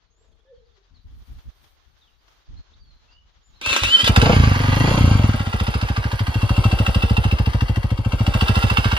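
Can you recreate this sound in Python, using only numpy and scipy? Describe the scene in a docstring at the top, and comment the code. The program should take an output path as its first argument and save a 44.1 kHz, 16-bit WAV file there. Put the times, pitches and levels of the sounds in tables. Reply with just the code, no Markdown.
"""Dirt bike starting on grass

A four-stroke single heard beside its silencer: the starter whines, the engine catches, is blipped twice and idles.
Each cycle: a knock rings the cases, gas puffs ring the exhaust pipe, noise rasps in the silencer, valves tick.
Behind it, shaped noise makes wind and grass; gliding near-sines make birds and a dove; a low hum lies below.
"""
import sys
import numpy as np
from scipy import signal
from scipy.fft import rfft, irfft, next_fast_len
from scipy.io import wavfile
from scipy.ndimage import uniform_filter1d

SR = 44100
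rng = np.random.default_rng(int(sys.argv[2]) if len(sys.argv) > 2 else 0)


def to_wav(sig):
    """Store sig (one row per channel, or 1-D mono) as 16-bit WAV at the path in sys.argv[1].

    Samples outside -1..1 are clipped; the rate is SR.
    """
    pcm = np.clip(np.atleast_2d(sig), -1, 1) * 32767
    pcm = np.round(pcm).astype(np.int16)
    wavfile.write(sys.argv[1], SR, pcm.T)  # frames by channels


N = 396018
T = np.arange(N) / SR


def gain_of(db):
    """Decibels to an amplitude factor."""
    return 10 ** (np.asarray(db) / 20)


def evened(x):
    """Scales to rms 1."""
    return x / np.sqrt(np.mean(x ** 2) + 1e-20)


def read(points, hz):
    """Reads a table on a log-frequency axis."""
    f, value = np.transpose(points)
    return np.interp(np.log(hz + 1), np.log(f + 1), value)


def curves(rows, t=T):
    """The columns of a table, joined by straight lines in time."""
    s, *columns = np.transpose(rows)
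    return [np.interp(t, s, c) for c in columns]


def noise():
    """White noise, rms 1."""
    return rng.standard_normal(N)


def colour(x, spectrum):
    """Minimum-phase filter with the given spectrum."""
    hz = abs(np.fft.fftfreq(4096, 1 / SR))
    log_gain = np.log(gain_of(read(spectrum, hz)))
    taps = np.fft.ifft(np.exp(np.conj(signal.hilbert(log_gain)))).real[:2048]
    return signal.oaconvolve(x, taps)[:len(x)]


def ring(x, modes):
    """Sum of two-pole resonances, each with its dB at the peak."""
    out = 0
    for hz, width_hz, db in modes:
        r = np.exp(-np.pi * width_hz / SR)
        poles = [1, -2 * r * np.cos(2 * np.pi * hz / SR), r * r]
        out = out + gain_of(db) * signal.lfilter([1 - r, 0, r - 1], poles, x)
    return out


def bursts(times, sizes, rise_s, fall_s):
    """Envelope: a quick rise and an exponential fall at each time."""
    train, t = np.zeros(N + SR), np.arange(4410) / SR
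    np.add.at(train, (np.asarray(times) * SR).astype(int), sizes)
    shape = (1 - np.exp(-t / rise_s)) ** 2 * np.exp(-t / fall_s)
    return signal.oaconvolve(train, shape)[:N].clip(0)


def level(gate):
    """Keeps the beat of an envelope and evens out its slow level."""
    return gate / np.sqrt(uniform_filter1d(gate ** 2, size=5000) + 1e-9)


def drift(per_s):
    """Random values per_s times a second, joined by straight lines."""
    steps = rng.standard_normal(int(N / SR * per_s) + 2)
    return np.interp(T * per_s, np.arange(len(steps)), steps)


def swell(s, rise_s, fall_s):
    """A bell in time, height 1 at s, 1/e at rise_s before and fall_s after."""
    return np.exp(-((T - s) / np.where(T < s, rise_s, fall_s)) ** 2)


def plateau(start_s, length_s, edge_s):
    """Gate with straight edges inside its length."""
    return np.clip(np.minimum(T - start_s, start_s + length_s - T) / edge_s, 0, 1)


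# Engine speed. Each row: time in seconds, firing strokes per second.
CRANK_SPEED = [(3.994, 24.0), (4.096, 12.95), (4.16, 11.65), (4.247, 28.78), (4.411, 28.7), (4.541, 21.8),
               (4.623, 25.39), (4.698, 22.86), (4.91, 30.8), (5.058, 29.01), (5.259, 19.78), (5.353, 20.22),
               (5.353, 15.2), (5.937, 13.08), (6.78, 13.6), (6.895, 12.26), (7.107, 13.95), (7.754, 13.22),
               (7.771, 13.8), (8.991, 13.87)]
# Throttle shut, nothing burns. Each row: start in seconds, end in seconds.
THROTTLE_SHUT = [(4.35, 4.54), (4.995, 5.32), (5.38, 5.5)]
START_PHASE_CYCLES = .122


def crank():
    """Integrates engine speed to the time of each exhaust stroke, and marks the strokes that burned."""
    speed_hz, = curves(CRANK_SPEED)
    cycles = np.cumsum(speed_hz * (T >= CRANK_SPEED[0][0])) / SR + START_PHASE_CYCLES
    fire_s = np.interp(np.arange(1, cycles[-1] + 1), cycles, T)
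    rate_hz, = curves(CRANK_SPEED, fire_s)
    burns = ~np.any([(fire_s > a) & (fire_s < b) for a, b in THROTTLE_SHUT], axis=0)
    return speed_hz, fire_s, rate_hz, burns


# Air-column modes. Each row: frequency in Hz, width in Hz, level in dB.
PIPE_MODES = [(48, 15, -3.1), (92, 55, 13.3), (231, 91, 6.7)]


def pipe(puffs):
    """Puffs (s, width s, size) leave the tail pipe directly as flow change and ring its air column."""
    flow = np.zeros(N)
    for s, width_s, size in puffs:
        near = slice(int((s - .015) * SR), int((s + .015) * SR))
        flow[near] -= size * np.exp(-.5 * ((T[near] - s) / width_s) ** 2)
    return .00076 * SR * np.gradient(flow) + ring(flow, PIPE_MODES)


# Gas puffs of one stroke at idle, revved and unburnt. Each row: delay in ms, width in ms, relative size.
IDLE_PUFFS = [(0.28, 0.76, 0.71), (10.74, 1.31, 0.5), (16.59, 1.85, 0.41), (31.13, 3.78, 0.23)]
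REV_PUFFS = [(0.15, 0.56, 0.61), (5.92, 0.53, 0.56), (9.51, 1.4, -0.11), (29.6, 0.99, 0.19)]
SHUT_PUFFS = [(-0.03, 0.6, 0.56), (-3.5, 1.7, -0.27), (14, 0.59, 0.077), (20.5, 1.3, 0.19)]
# Each row: time in seconds, relative exhaust level in dB, relative cases level in dB.
ENGINE_LEVELS = [(4.034, -18, -24), (4.095, -5.5, -30.5), (4.2, -3.5, -26), (4.33, -3.5, -24.5),
                 (4.37, -5.5, -27.5), (4.58, -10.5, -29), (4.9, -4.5, -26), (5.16, -9, -30.5),
                 (5.34, -11.5, -33.5), (5.47, -17.5, -36), (5.54, -12.5, -34), (6.24, -13.5, -36.5),
                 (6.68, -7, -33), (7.0, -7.5, -34.5), (7.75, -10, -40), (7.99, -13.5, -44), (8.21, -9, -36),
                 (8.48, -9, -29.5), (8.98, -10.3, -30.5)]
SHUT_PUSH_DB = 4.5  # unburnt strokes thump harder


def exhaust_thump(fire_s, rate_hz, burns):
    """Each stroke sends puffs of uneven size and timing into the pipe; they change shape with speed."""
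    push_db = curves(ENGINE_LEVELS, fire_s)[0] + SHUT_PUSH_DB * ~burns
    chance = rng.standard_normal((len(fire_s), 9))
    puffs = []
    for s, per_s, burning, db, luck in zip(fire_s[:-1], rate_hz, burns, push_db, chance):
        revved = np.clip((per_s - 13.7) / 16.3, 0, 1)
        rows = np.array(SHUT_PUFFS)
        if burning:
            rows = IDLE_PUFFS + revved * np.subtract(REV_PUFFS, IDLE_PUFFS)
        size = gain_of(db + .8 + .5 * luck[0]) * rows[:, 2] * (1 + .12 * luck[1:5])
        delay_s = rows[:, 0] * (1 + 0.046 * luck[5:9]) / 1000
        puffs += zip(s + delay_s, rows[:, 1].clip(.4) / 1000, size)
    return pipe(puffs)


# Silencer shell, rung twice in series. Each row: frequency in Hz, width in Hz, level per pass in dB.
SILENCER_MODES = [(303, 255, 2), (489, 150, -4.5), (558, 154, -3), (792, 224, -1.5)]
# Throttle snaps open, silencer barks. Each row: time in seconds, boost in dB.
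BLIPS = [(4.3, 12), (4.91, 7)]
BLIP_RISE_S, BLIP_FALL_S = 0.098, 0.045
RASP_DB, SHUT_RASP_DB = -17, -0.5  # relative to the mix of levels below; unburnt strokes rasp less
RASP_FROM_EXHAUST = 0.64  # share of the exhaust level, the rest from the cases


def silencer_rasp(fire_s, rate_hz, burns):
    """Jet noise pulses with the strokes through the silencer shell."""
    exhaust_db, cases_db = curves(ENGINE_LEVELS)
    rasp_db = RASP_DB + RASP_FROM_EXHAUST * exhaust_db + (1 - RASP_FROM_EXHAUST) * cases_db
    rasp_db += SHUT_RASP_DB * np.interp(T, fire_s, ~burns)
    rasp_db += sum(db * swell(s, BLIP_RISE_S, BLIP_FALL_S) for s, db in BLIPS)
    size = gain_of(2 * rng.standard_normal(len(fire_s))) * (.3 + .7 * burns) * rate_hz / 13.7
    jet = .2 + bursts(fire_s - .003, size, .002, .011)
    shell = evened(ring(ring(noise(), SILENCER_MODES), SILENCER_MODES))
    return gain_of(rasp_db) * shell * level(jet)


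# Broad clatter. Each row: frequency in Hz, relative level in dB per Hz.
CLATTER_SPECTRUM = [(400, -34.5), (750, 0), (1200, 1.5), (1700, -3), (2400, -2), (3200, -4), (3900, -12),
                    (4700, -6), (5500, -15.5), (7000, -14), (7800, -32), (12000, -67)]
# Engine cases. Each row: frequency in Hz, width in Hz, level in dB.
CASE_MODES = [(1000, 250, -3), (1400, 140, -4), (2550, 60, -3), (3150, 130, -1), (3550, 100, -2),
              (4380, 110, -1), (4880, 140, 0), (6630, 200, -11)]
# Thin cover that rings at each knock. Each row: frequency in Hz, width in Hz, level in dB.
COVER_MODES = [(2700, 65, 0)]
# Each row: time in seconds, cover level relative to the rattle in dB.
COVER_LEVELS = [(4.2, -14), (6.2, -11), (6.45, 0), (7.1, -1), (7.6, -4), (8.1, -7), (8.4, -2), (8.98, -2)]


def case_knock(speed_hz, fire_s, rate_hz, burns):
    """Combustion blows rattle the cases and a cover: noise bursts through a clatter spectrum and modes."""
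    luck = rng.standard_normal((3, len(fire_s)))
    burn_s = fire_s - 0.2347 / rate_hz  # the charge burns before the exhaust stroke
    size = 10.5 * gain_of(1.8 * luck[0]) * (.3 + .7 * burns) * (13.7 / rate_hz).clip(0, 1) ** 2
    knock = .26 + bursts(burn_s, size, .005, .0025)
    knock += bursts(burn_s, 0.15 * gain_of(3.6 * luck[1]), 0.003, 0.016)  # the cases rattle on
    knock += bursts(fire_s + 0.36 / rate_hz, 0.043 * gain_of(4.2 * luck[2]), 0.0039, 0.00057)
    beat = level(knock)
    cases_db = curves(ENGINE_LEVELS)[1]
    steady = noise()
    rattle = gain_of(cases_db + 0.5) * beat * steady * gain_of(2.44 * drift(500))
    ringing = np.clip(13.7 / speed_hz, 0, 1) ** 1.5  # at speed the many small blows blur the modes
    # each filter is scaled by its output for steady noise
    clatter = colour(rattle, CLATTER_SPECTRUM) / colour(steady, CLATTER_SPECTRUM).std()
    modes = ring(rattle, CASE_MODES) / ring(steady, CASE_MODES).std()
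    cover = ring(rattle * np.sqrt(beat), COVER_MODES) / ring(steady, COVER_MODES).std()
    return 1.254 * clatter + 0.5 * ringing * modes + gain_of(curves(COVER_LEVELS)[0]) * cover


# Each row: frequency in Hz, relative level in dB per Hz.
TICK_SPECTRUM = [(6500, -30), (7600, -8), (8100, -14), (9000, -2), (9800, 0), (11000, -5), (12300, -5),
                 (13500, -16), (14800, -34)]
# Each row: delay after the exhaust stroke as a share of the cycle, relative level in dB.
VALVE_SEATS = [(.28, 3), (.585, 1), (.83, -3)]
TICKS_RE_CASES_DB = -20.5


def valve_ticks(fire_s, rate_hz):
    """Short bright noise bursts at fixed shares of each cycle."""
    seat = 0.04
    for share, db in VALVE_SEATS:
        size = gain_of(db + rng.standard_normal(len(fire_s)))
        seat = seat + bursts(fire_s + share / rate_hz, size, 0.0005, 0.0035)
    tick_db = curves(ENGINE_LEVELS)[1] + TICKS_RE_CASES_DB
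    return gain_of(tick_db) * evened(colour(noise(), TICK_SPECTRUM)) * level(seat) * gain_of(3 * drift(150))


def engine():
    """Exhaust and metal sounds of one crank, returned apart."""
    speed_hz, fire_s, rate_hz, burns = crank()
    running = np.clip((T - 4.04) / .04, 0, 1)
    exhaust = exhaust_thump(fire_s, rate_hz, burns) + running * silencer_rasp(fire_s, rate_hz, burns)
    metal = case_knock(speed_hz, fire_s, rate_hz, burns) + valve_ticks(fire_s, rate_hz)
    return exhaust, running * metal


# Each row: time in seconds, gear whine in Hz, whine level in dB, relative grind level in dB.
STARTER_RUN = [(3.61, 2197, -46, -33), (3.658, 2650, -23, -27), (3.7, 2695, -19.5, -17),
               (3.785, 2370, -35, -22), (3.85, 2623, -18, -20.5), (3.89, 2860, -23.5, -20),
               (3.925, 3090, -12.5, -22.5), (3.952, 3110, -6.5, -20.5), (3.968, 2970, -28, -22.5),
               (4.008, 3140, -12, -18), (4.025, 3200, -36, -24), (4.045, 3450, -18.5, -27),
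               (4.07, 2966, -27, -15.5), (4.09, 2944, -14, -35)]
# Each row: frequency in Hz, relative level in dB per Hz.
GRIND_SPECTRUM = [(120, -42), (200, -9.5), (277, -9), (442, -15), (558, -5), (800, -18.5), (892, -6.5),
                  (1800, -1.5), (2080, -8.5), (2530, 0), (10300, -24.5), (12800, -28.5), (14800, -43)]
# Starter clutch. Each row: time in seconds, relative level in dB.
CLUTCH_CLACKS = [(3.612, -21.5), (3.659, -11.5), (3.728, -8.5), (3.762, -5.5), (3.833, -7.5), (4.042, -7.5),
                 (4.075, -3.5), (4.16, -5), (4.214, -7)]
# Air pumped through the pipe. Each row: time in seconds, puff size in dB.
AIR_CHUFFS = [(3.673, -31), (3.714, -31), (3.823, -23), (3.846, -25), (3.869, -28), (3.89, -35)]
GEAR_PAIRS = [(1.42, -9), (1.2, -12), (1.62, -14), (2.42, -25)]  # ratio to the whine, dB re grind


def starter():
    """Wavering gear sines, grinding teeth as noise, clutch clacks, and air pumped through the pipe."""
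    hz, whine_db, grind_db = curves(STARTER_RUN)
    first_s, last_s = STARTER_RUN[0][0], STARTER_RUN[-1][0]
    on = np.clip((T - first_s) / 0.0079, 0, 1) * np.clip((last_s - T) / 0.0074, 0, 1)
    turns = np.cumsum(hz * (1 + 0.0066 * drift(300))) / SR
    whine = np.sqrt(2) * gain_of(whine_db + 1.5 * drift(100)) * np.sin(2 * np.pi * turns)
    for ratio, db in GEAR_PAIRS:
        tone = np.sin(2 * np.pi * ratio * turns + 1.5 * drift(300))
        whine += gain_of(grind_db + db + 5 * drift(40)) * tone
    grind = gain_of(grind_db - 4 + 3 * drift(300)) * evened(colour(noise(), GRIND_SPECTRUM))
    s, db = np.transpose(CLUTCH_CLACKS)
    clack_gate = bursts(s, gain_of(db - 0.5), 0.00041, 0.0042)
    clacks = clack_gate * evened(colour(noise(), GRIND_SPECTRUM))
    return on * (whine + grind) + clacks + pipe([(s, .002, gain_of(db)) for s, db in AIR_CHUFFS])


# Likeness of the two ports. Each row: frequency in Hz, shared power from 0 to 1.
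PORT_LIKENESS = [(60, .98), (300, 0.94), (800, 0.76), (1400, 0.66), (2100, .45), (2800, 0.66), (4500, 0.61),
                 (10000, 0.14)]
SHIFTS_PER_S = 4  # the hand-held microphone moves, so the reflections keep changing


def ports(x, left_lag_s):
    """Two ports hear the sound with a lag, mixed with changing reflections that differ between them."""
    size = next_fast_len(N + 8192)
    hz = np.fft.rfftfreq(size, 1 / SR)
    tails = rng.standard_normal((3, 2, 4096)) * np.exp(-np.arange(4096) / SR / .014)
    scatter = rfft(tails, size)
    scatter /= np.sqrt(np.mean(abs(scatter) ** 2))
    # three reflection patterns fade into each other
    turn = np.pi * (SHIFTS_PER_S * T + np.arange(3)[:, None]) / 3
    scattered = (rfft(x * np.cos(turn) * np.sqrt(2 / 3), size)[:, None] * scatter).sum(0)
    same = np.sqrt(read(PORT_LIKENESS, hz).clip(0, 1))
    lag = np.exp(-2j * np.pi * hz * np.array([[left_lag_s + 0.0004967], [.0005]]))
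    both = (same * rfft(x, size) + np.sqrt(1 - same ** 2) * scattered) * lag
    return irfft(both, size)[:, :N]


# Each row: frequency in Hz, relative level in dB per Hz.
WIND_SPECTRUM = [(12, -15), (20, -1.5), (43, -1.5), (67, -0.5), (89, -9.5), (192, -24), (228, -23.5),
                 (600, -49.5), (780, -81), (1320, -120)]
# Steady wind level in dB at the left port, then at the right.
BREEZE_DB = [-60, -91]
# Gusts on the microphone. Each row: start in seconds, length in seconds, level in dB, left minus right in dB.
GUSTS = [(.25, 0.13, -68, 14), (0.476, 0.33, -74, 16), (0.902, .12, -56, 18), (1.04, .2, -42.5, 1),
         (1.271, .13, -38.5, 1), (1.442, 0.063, -38, -5), (1.6, 0.086, -70, 22), (1.86, 0.1, -68, 22),
         (2.476, 0.143, -40, -2), (2.691, 0.29, -51.5, -1), (2.99, .3, -66, -16), (3.353, 0.054, -58, -7),
         (3.47, 0.19, -59, -1)]


def wind(side, breeze_db):
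    """Low noise on one port: a steady breeze plus gusts, flickering in level."""
    blow = gain_of(breeze_db)
    for start_s, length_s, db, pan_db in GUSTS:
        blow = blow + gain_of(db + side * pan_db) * plateau(start_s, length_s, edge_s=0.014)
    return blow * gain_of(1.8 * drift(24.96)) * evened(colour(noise(), WIND_SPECTRUM))


# Leaves, then near grass. Each row: frequency in Hz, relative level in dB per Hz.
LEAF_SPECTRUM = [(180, -19), (300, -2.5), (596, -2.5), (785, -0.5), (1230, 0), (2560, -6), (3320, -2),
                 (4370, -6), (6600, -11), (8000, -34), (10400, -54), (17600, -120)]
FIZZ_SPECTRUM = [(6500, -34), (8000, -11), (12500, -11), (14800, -3)]
# Grass stirred nearby. Each row: peak time in seconds, length in seconds, rustle in dB, fizz in dB.
RUSTLES = [(.8, 0.39, -78, -92), (1.327, 0.39, -64.5, -65), (1.657, 0.15, -67, -64),
           (1.976, 0.54, -70.5, -76), (2.33, 0.21, -67.5, -74), (2.617, 0.34, -66.5, -92),
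           (2.92, 0.33, -73.5, -85), (3.095, .12, -68, -92), (3.33, 0.3, -76, -89), (3.582, 0.24, -70, -79)]
# Grass underfoot. Each row: time in seconds, relative level in dB.
SNAPS = [(1.079, -70), (1.385, -59), (1.639, -57), (2.279, -57), (2.539, -65)]
LEAVES_DB, GRASS_DB = -72, -100  # steady levels


def foliage():
    """Rustle and fizz for one port: two noise bands swell together, with short snaps in the leaf band."""
    rustle, fizz = gain_of(LEAVES_DB), gain_of(GRASS_DB)
    for s, length_s, rustle_db, fizz_db in RUSTLES:
        bell = swell(s, length_s / 2, length_s / 2)
        rustle = rustle + gain_of(rustle_db) * bell
        fizz = fizz + gain_of(fizz_db) * bell
    s, db = np.transpose(SNAPS)
    leaf_gate = rustle * gain_of(2.8 * drift(40)) + bursts(s, gain_of(db + 0.5), 0.0012, 0.0097)
    grass = fizz * gain_of(2.1 * drift(59.3)) * evened(colour(noise(), FIZZ_SPECTRUM))
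    return grass + leaf_gate * evened(colour(noise(), LEAF_SPECTRUM))


COO_TREMBLE_HZ, COO_DEPTH = 12, .045  # depth as a share of the pitch
NOTE_PEAK, NOTE_START_DB, NOTE_END_DB = 0.39, -7, -11.5  # peak as a share of the length, ends re peak


def call(start_s, length_s, first_hz, middle_hz, last_hz, db, waver, tremble=0):
    """A gliding near-sine bird note that swells to its peak, then fades."""
    hz = np.interp(T, start_s + length_s * np.array([0, .5, 1]), [first_hz, middle_hz, last_hz])
    hz = hz * (1 + waver * drift(60) - tremble * np.cos(2 * np.pi * COO_TREMBLE_HZ * (T - start_s)))
    knots_s = start_s + length_s * np.array([0, NOTE_PEAK, 1])
    db = db + np.interp(T, knots_s, [NOTE_START_DB, 0, NOTE_END_DB])
    tone = np.sqrt(2) * np.sin(2 * np.pi * np.cumsum(hz) / SR)
    return plateau(start_s, length_s, edge_s=0.0019) * gain_of(db + 2.2 * drift(44)) * tone


# Coo notes. 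Each row: start in seconds, length in seconds, first, middle and last pitch in Hz, level in dB.
COOS = [(.45, .26, 505, 500, 465, -57), (.71, .14, 435, 400, 440, -71)]
# Purr modes. Each row: frequency in Hz, width in Hz, relative level in dB.
PURR_MODES = [(333, 49, -2), (450, 58, 5), (624, 42, -5)]
PURR_S, PURR_LENGTH_S, PURR_DB, PURR_HZ = 0.29, 0.34, -71.5, 28


def dove():
    """A rough purr of throbbing, resonant noise, then a trembling coo."""
    throb = 1 + np.cos(2 * np.pi * PURR_HZ * T)
    purr = evened(ring(throb * noise(), PURR_MODES)) * swell(PURR_S, PURR_LENGTH_S / 2, PURR_LENGTH_S / 2)
    coo = sum(call(*row, 0.04, COO_DEPTH) * gain_of(4 * drift(60)) for row in COOS)
    return gain_of(PURR_DB) * purr + coo


# Each row: start in seconds, length in seconds, first, middle and last pitch in Hz, level in dB.
BIRD_NOTES = [(.1, 0.22, 6300, 7400, 6240, -76), (.455, 0.074, 1680, 1770, 1720, -70),
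              (.46, .035, 870, 875, 870, -73), (.94, 0.053, 4630, 4170, 3560, -65),
              (2.01, .04, 4050, 3490, 3200, -61), (2.07, .03, 3400, 2920, 2640, -62),
              (2.565, .035, 3940, 4380, 4220, -58), (2.73, .02, 3200, 3860, 4600, -58.5),
              (2.79, 0.24, 4750, 4190, 4050, -65.5), (3.082, .16, 2660, 2980, 2940, -61.5),
              (3.11, .04, 4170, 4980, 4160, -61), (3.43, .09, 6850, 7260, 6400, -67.5),
              (3.53, 0.078, 3620, 4200, 3730, -61.5)]


def birds():
    """Gliding bird notes with a slightly wavering pitch; the 870 Hz row is a lower partial of the 1770 Hz note."""
    return sum(call(*row, 0.013) for row in BIRD_NOTES)


CHIRPS, CHIRPS_PER_S, FAINTEST_CHIRP_DB = 160, 30, -80


def distant_birds():
    """A faint chatter of short glides at random moments and pitches in the first 5.3 s."""
    out = np.zeros(N)
    for when, pitch, glide, length, loud in rng.random((CHIRPS, 5)):
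        s, hz = when * CHIRPS / CHIRPS_PER_S, 3200 + 1500 * pitch
        t = np.arange(int((0.0135 + 0.041 * length) * SR)) / SR
        glide_hz = 3000 * (glide - .6) * (t / t[-1] - .5)
        note = np.hanning(len(t)) * np.sin(2 * np.pi * np.cumsum(hz + glide_hz) / SR)
        part = out[int(s * SR):][:len(t)]
        part += gain_of(FAINTEST_CHIRP_DB + 9 * loud) * note[:len(part)]
    return out


def echoes(x):
    """Trees and walls smear far sounds: a decaying noise tail, different at each port."""
    t = np.arange(8820) / SR
    tail = rng.standard_normal((2, len(t))) * np.exp(-t / 0.035)
    return x + 1.1 * signal.oaconvolve(x[None], tail / np.linalg.norm(tail[0]), axes=1)[:, :N]


def far_hum():
    """A low far-off hum: noise passed twice through one narrow resonance."""
    mode = [(42.6, 3, 0)]  # Hz, width Hz per pass, dB
    return gain_of(-66) * evened(ring(ring(noise(), mode), mode))


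def garden():
    """Wind and foliage drawn separately for each port, a shared hum, and echoing birds."""
    near = np.array([wind(side, db) + foliage() for side, db in zip((.5, -.5), BREEZE_DB)])
    return near + far_hum() + echoes(dove() + birds() + distant_birds())


# The microphone turns a little. Each row: time in seconds, left minus right in dB.
ENGINE_PAN = [(3.6, -1.5), (7.0, -1), (7.4, 4), (8.05, 4.5), (8.3, -2.5), (8.98, -3)]
ENGINE_LAG_S, EXHAUST_LAG_S = .00024, -.00018  # nominal lag of the left port behind the right


def scene():
    """The bike in the garden: tail pipe to the left, engine to the right."""
    exhaust, metal = engine()
    pan_db, = curves(ENGINE_PAN)
    pan = gain_of(pan_db * [[.5], [-.5]])
    return ports(exhaust, EXHAUST_LAG_S) + ports(metal + starter(), ENGINE_LAG_S) * pan + garden()


MIC_LOW_HZ, EDGE_HZ = 30, 14900


def record(dry):
    """The microphone's bass roll-off and the upper band limit."""
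    thin = signal.sosfilt(signal.butter(2, MIC_LOW_HZ, "highpass", fs=SR, output="sos"), dry)
    taps = signal.firwin(511, EDGE_HZ, window=("kaiser", 9), fs=SR)
    return signal.oaconvolve(thin, taps[None], "same").clip(-1, 1)


dry = scene()
out = record(dry)
to_wav(out)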